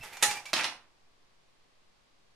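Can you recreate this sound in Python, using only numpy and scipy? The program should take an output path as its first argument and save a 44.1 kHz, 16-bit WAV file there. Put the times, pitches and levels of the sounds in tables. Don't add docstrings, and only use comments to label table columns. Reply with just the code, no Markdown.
import sys
import numpy as np
from scipy import signal
from scipy.fft import rfft, irfft, next_fast_len
from scipy.io import wavfile
from scipy.ndimage import map_coordinates

SR = 44100
rng = np.random.default_rng(int(sys.argv[2]) if len(sys.argv) > 2 else 0)


def persist_wave(psi):
    counts = np.round(np.clip(psi, -1, 1) * 32767).astype(np.int16)
    wavfile.write(sys.argv[1], SR, np.atleast_2d(counts).T)


N = 103635

# frequency in Hz, relative level in dB.
HISS_SPECTRUM = [(12, -35.5), (20, -3.5), (22, -8.5), (48, -10), (65, -14.5), (122, -11), (236, -15.5),
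                 (263, -15), (365, -14), (980, -16), (1090, -13), (1330, -19), (4550, -21), (10400, -35.5),
                 (14000, -53)]
RUMBLE_SPECTRUM = [(5, 15), (30, -9.5), (60, -24.5), (200, -46.5), (1000, -100)]
SCRAPE_SPECTRUM = [(35, -40), (60, -17), (290, -17), (465, -13.5), (780, -5.5), (835, -2.5), (1020, -11.5),
                   (2350, -4.5), (3150, -13), (13000, -23.5)]
DOOR_SPECTRUM = [(20, -16), (60, 1.5), (150, -4), (220, -9.5), (400, -40), (1000, -70)]
EDGE_SPECTRUM = [(100, -24.5), (1000, 10.5), (3500, 5.5), (6500, 4), (10500, -6), (14000, -16)]
CLACK_SPECTRUM = [(40, -50), (140, -29), (230, -20), (320, -7.5), (430, -14.5), (560, -16), (700, -7),
                  (960, -15.5), (1300, -12.5), (1900, -5), (2800, -6), (4000, -9.5), (9300, -11.5),
                  (14000, -26.5)]
SLAP_SPECTRUM = [(60, -56.5), (300, -10), (470, -20), (750, -5.5), (1500, -3.5), (2600, 0), (4000, -0.5),
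                 (6000, -7), (7500, -16.5), (10500, -17), (14000, -43)]
THUD_SPECTRUM = [(30, -20), (80, -11), (170, -8.5), (310, -1), (440, -11), (660, 4), (1000, -4),
                 (2500, -32.5)]
RUSTLE_SPECTRUM = [(40, -34), (100, -20.5), (190, -10.5), (330, -14), (450, -12.5), (750, -1.5), (1400, 0),
                   (2600, 4), (4000, -16), (10900, -25), (14000, -42.5)]

# time in seconds, level in dB.
SCRAPE_ENVELOPE = [(0, -58.5), (.026, -54.5), (.036, -44.5), (.065, -52.5), (.09, -58), (.12, -56),
                   (.133, -46.5), (.19, -63), (.22, -46.5), (.27, -45.5), (.315, -61), (.335, -58),
                   (.375, -46), (.39, -90.5), (.44, -67), (.5, -50.5), (.53, -87)]
FLAP_RUB_ENVELOPE = [(.02, -80), (.04, -58), (.14, -78), (.22, -66), (.255, -33), (.3, -37), (.335, -46.5),
                     (.39, -55), (.46, -64), (.55, -120)]
SETTLE_ENVELOPE = [(.528, -105), (.54, -38.5), (.575, -38), (.6, -34), (.625, -40.5), (.65, -37),
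                   (.675, -49), (.72, -85), (.8, -91)]

# start in seconds, relative level in dB.
DOOR_BUMPS = [(.002, -47), (.024, -68), (0.047, -59), (.115, -64), (.232, -54), (0.275, -45)]
EDGE_TICKS = [(0.0475, -41.5), (0.1686, -37), (0.3097, -25.5), (0.37, -38.5), (0.455, -35.5), (0.462, -53),
              (0.489, -56)]
FLAP_CLACKS = [(0.2250, -18.5), (0.2282, -18), (0.2346, -22.5), (0.313, -35.5)]

# start in seconds, length in seconds, pitch in Hz, level in dB.
HINGE_SQUEAKS = [(.008, 0.032, 2660, -47.5), (0.133, 0.081, 2365, -54.5), (0.289, .028, 2350, -37.5),
                 (0.337, 0.07, 2355, -45), (0.46, 0.018, 2310, -42.5), (0.478, .025, 2305, -49.5)]
# frequency in Hz, relative level in dB, T60 in seconds.
FLAP_MODES = [(833.5, -9, .3), (1304, -4, .14), (1788, 1, .1), (1948, -1, .11), (3616, -2, .1),
              (4974, -10, .28), (5699, -12, .42), (5840, -14, .36), (6355, -6, .27), (6899, -11, .28),
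              (7237, -7, .2), (9308, -13, .24), (9600, -15, .28), (10763, -6, .15), (12400, -19, .25)]
# time in seconds, pitch in Hz, level in dB.
ZIP_GLIDE = [(.285, 1800, -65.5), (.3, 1570, -55), (.32, 1280, -60), (.343, 1120, -52), (.355, 1050, -72)]
# start in seconds, slap, thud and edge levels in dB,
# T60 of slap and edge in seconds.
LANDINGS = [(.5312, -20, -29, -22, 0.029), (0.5372, -24, -35, -27, 0.025), (.5625, -27.5, -41, -39.5, .06),
            (0.576, -31, -46.5, -38.5, .04), (0.588, -32, -48.5, -41.5, .025),
            (0.6097, -21, -38, -42, .012), (0.6347, -27.5, -51, -36, 0.024),
            (0.6418, -20.5, -47, -36.5, 0.023), (.651, -33.5, -47.5, -34.5, 0.022)]
# frequency in Hz, T60 in seconds.
HALL_DECAY = [(70, 0.93), (200, .42), (400, 0.44), (1000, 0.39), (3000, 0.3), (7000, .28), (13000, .26)]
# frequency in Hz, side over mid in dB.
HALL_WIDTH = [(60, -18), (300, -16.5), (1000, -13), (2000, -5.5), (4000, 0.5), (12000, 0.5)]
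# frequency in Hz, left over right in dB.
BALANCE = [(100, -3.5), (500, -3), (1000, -3), (4000, -3), (8000, -5.5), (13000, -6)]


def amp(db):
    return 10 ** (np.asarray(db) / 20)


def unit(x):
    return x / np.sqrt(np.mean(x ** 2) + 1e-20)


def along(points, hz):
    f, v = np.transpose(points)
    return np.interp(np.log(hz + 1), np.log(f + 1), v)


def curves(rows):
    times_s, *columns = np.transpose(rows)
    return [np.interp(np.arange(N) / SR, times_s, column) for column in columns]


def since(start_s):
    return np.maximum(np.arange(N) / SR - start_s, 0)


def wobble(knots_per_s):
    return map_coordinates(rng.standard_normal(N // 20), [np.arange(N) * knots_per_s / SR], mode="wrap")


def filtered(x, response):
    size = next_fast_len(N + SR // 2)
    return irfft(rfft(x, size) * response(np.fft.rfftfreq(size, 1 / SR)), size)[..., :N]


def coloured(x, spectrum):
    return unit(filtered(x, lambda hz: amp(along(spectrum, hz))))


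def noise(spectrum):
    return coloured(rng.standard_normal(N), spectrum)


def blow(start_s, t60_s, rise_s):
    t = since(start_s)
    return (1 - np.exp(-t / rise_s)) * np.exp(-np.log(1000) * t / t60_s)


def burst(envelope, spectrum):
    size = 2 * next_fast_len(N)
    gain = amp(along(spectrum, np.fft.rfftfreq(size, 1 / SR)))
    cepstrum = irfft(np.log(unit(gain)), size)
    cepstrum[1:size // 2] *= 2
    cepstrum[size // 2 + 1:] = 0
    puff = envelope * rng.standard_normal(N)
    return irfft(rfft(puff, size) * np.exp(rfft(cepstrum)), size)[:N]


def background(hiss_db=-68, rumble_db=-67):
    hiss = np.array([noise(HISS_SPECTRUM), noise(HISS_SPECTRUM)])
    return amp(hiss_db) * hiss + amp(rumble_db) * noise(RUMBLE_SPECTRUM)


def paper_friction(envelope, spectrum, grains_per_s, spread_db=4.5):
    level_db, = curves(envelope)
    grains = (rng.random(N) < grains_per_s / SR) * rng.standard_normal(N)
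    grains *= amp(spread_db * rng.standard_normal(N))
    return amp(level_db) * coloured(grains, spectrum)


def hallway(x, direct_db=0.5, wet_db=-2, rise_s=0.0023):
    hz, t, bins = signal.stft(rng.standard_normal((2, SR // 2)), SR, nperseg=256)
    decay = amp(-60 * t / along(HALL_DECAY, hz)[:, None])
    tail = signal.istft(bins * decay, SR, nperseg=256)[1]
    tail *= 1 - np.exp(-np.arange(tail.shape[1]) / SR / rise_s)
    mid, side = signal.fftconvolve(x[None], tail / np.linalg.norm(tail[0]), axes=1)[:, :N]
    side = filtered(side, lambda hz: amp(along(HALL_WIDTH, hz)))
    return amp(direct_db) * x + amp(wet_db) * np.array([mid + side, mid - side])


def door_bumps():
    envelope = sum(amp(db) * blow(start_s, t60_s=.078, rise_s=.003) for start_s, db in DOOR_BUMPS)
    return envelope * noise(DOOR_SPECTRUM)


def hinge_squeaks(waver_hz=18, rough_db=2, overtone_db=-15.5):
    out = np.zeros(N)
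    for start_s, length_s, hz, db in HINGE_SQUEAKS:
        progress = np.minimum(since(start_s) / length_s, 1)
        swell = np.abs(np.sin(np.pi * progress)) ** .5
        phase = 2 * np.pi * np.cumsum(hz + waver_hz * wobble(250)) / SR
        tone = unit(np.sin(phase) + amp(overtone_db) * np.sin(2 * phase))
        out += amp(db + rough_db * wobble(300)) * swell * tone
    return out


def flap_ring(gain_db=-27, flicker_db=1.3, waver_rad=.15, stereo_rad=.54):
    out = np.zeros((2, N))
    shut_s = FLAP_CLACKS[0][0]
    rub_db, = curves(FLAP_RUB_ENVELOPE)
    for k, (hz, db, t60_s) in enumerate(FLAP_MODES):
        shape = blow(shut_s, t60_s, rise_s=.002)
        level = amp(db + gain_db) * shape / shape.max()
        if k == 0:
            level = np.hypot(level, np.sqrt(2) * amp(rub_db))
        offset_rad = stereo_rad * hz / (hz + 2000) * rng.choice([-1, 1])
        phase = 2 * np.pi * (hz * since(shut_s) + rng.random()) + waver_rad * wobble(64)
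        out += level * amp(flicker_db * wobble(50)) * np.sin([phase + offset_rad, phase - offset_rad])
    return out


def edge_ticks():
    envelope = sum(amp(db) * blow(start_s, t60_s=.036, rise_s=.0011) for start_s, db in EDGE_TICKS)
    return burst(envelope, EDGE_SPECTRUM)


def flap_clacks(gain_db=2):
    envelope = sum(amp(db) * blow(start_s, t60_s=.026, rise_s=.0005) for start_s, db in FLAP_CLACKS)
    return amp(gain_db) * burst(envelope, CLACK_SPECTRUM)


def edge_zip(pitch_jitter=.033):
    hz, level_db = curves(ZIP_GLIDE)
    gate = level_db > ZIP_GLIDE[0][2]
    phase = 2 * np.pi * np.cumsum(hz * (1 + pitch_jitter * wobble(700))) / SR
    return amp(level_db) * gate * np.sin(phase)


def letters_landing():
    slaps, thuds, edges = np.zeros((3, N))
    for start_s, slap_db, thud_db, edge_db, t60_s in LANDINGS:
        contact = blow(start_s, t60_s, rise_s=.00077)
        slaps += amp(slap_db) * contact
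        edges += amp(edge_db) * contact
        thuds += amp(thud_db) * blow(start_s, t60_s=.039, rise_s=.000977)
    paper = hallway(burst(slaps, SLAP_SPECTRUM) + burst(edges, EDGE_SPECTRUM))
    mat = hallway(burst(thuds, THUD_SPECTRUM))
    skid = hallway(paper_friction(SETTLE_ENVELOPE, RUSTLE_SPECTRUM, grains_per_s=4800))
    return paper + mat + skid


def scene():
    slot = edge_ticks() + edge_zip()
    slot += paper_friction(SCRAPE_ENVELOPE, SCRAPE_SPECTRUM, grains_per_s=17000)
    mail = hallway(slot) + hinge_squeaks() + hallway(flap_clacks()) + flap_ring()
    mail += door_bumps() + letters_landing()
    panned = filtered(mail, lambda hz: amp(along(BALANCE, hz) * np.array([[.5], [-.5]])))
    return panned + background()


def record(dry, peak_limit=.42, cutoff_hz=14200):
    rounded = dry / (1 + np.abs(dry / peak_limit) ** 4) ** (1 / 4)
    return filtered(rounded, lambda hz: hz < cutoff_hz)


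dry = scene()
out = record(dry)
persist_wave(out)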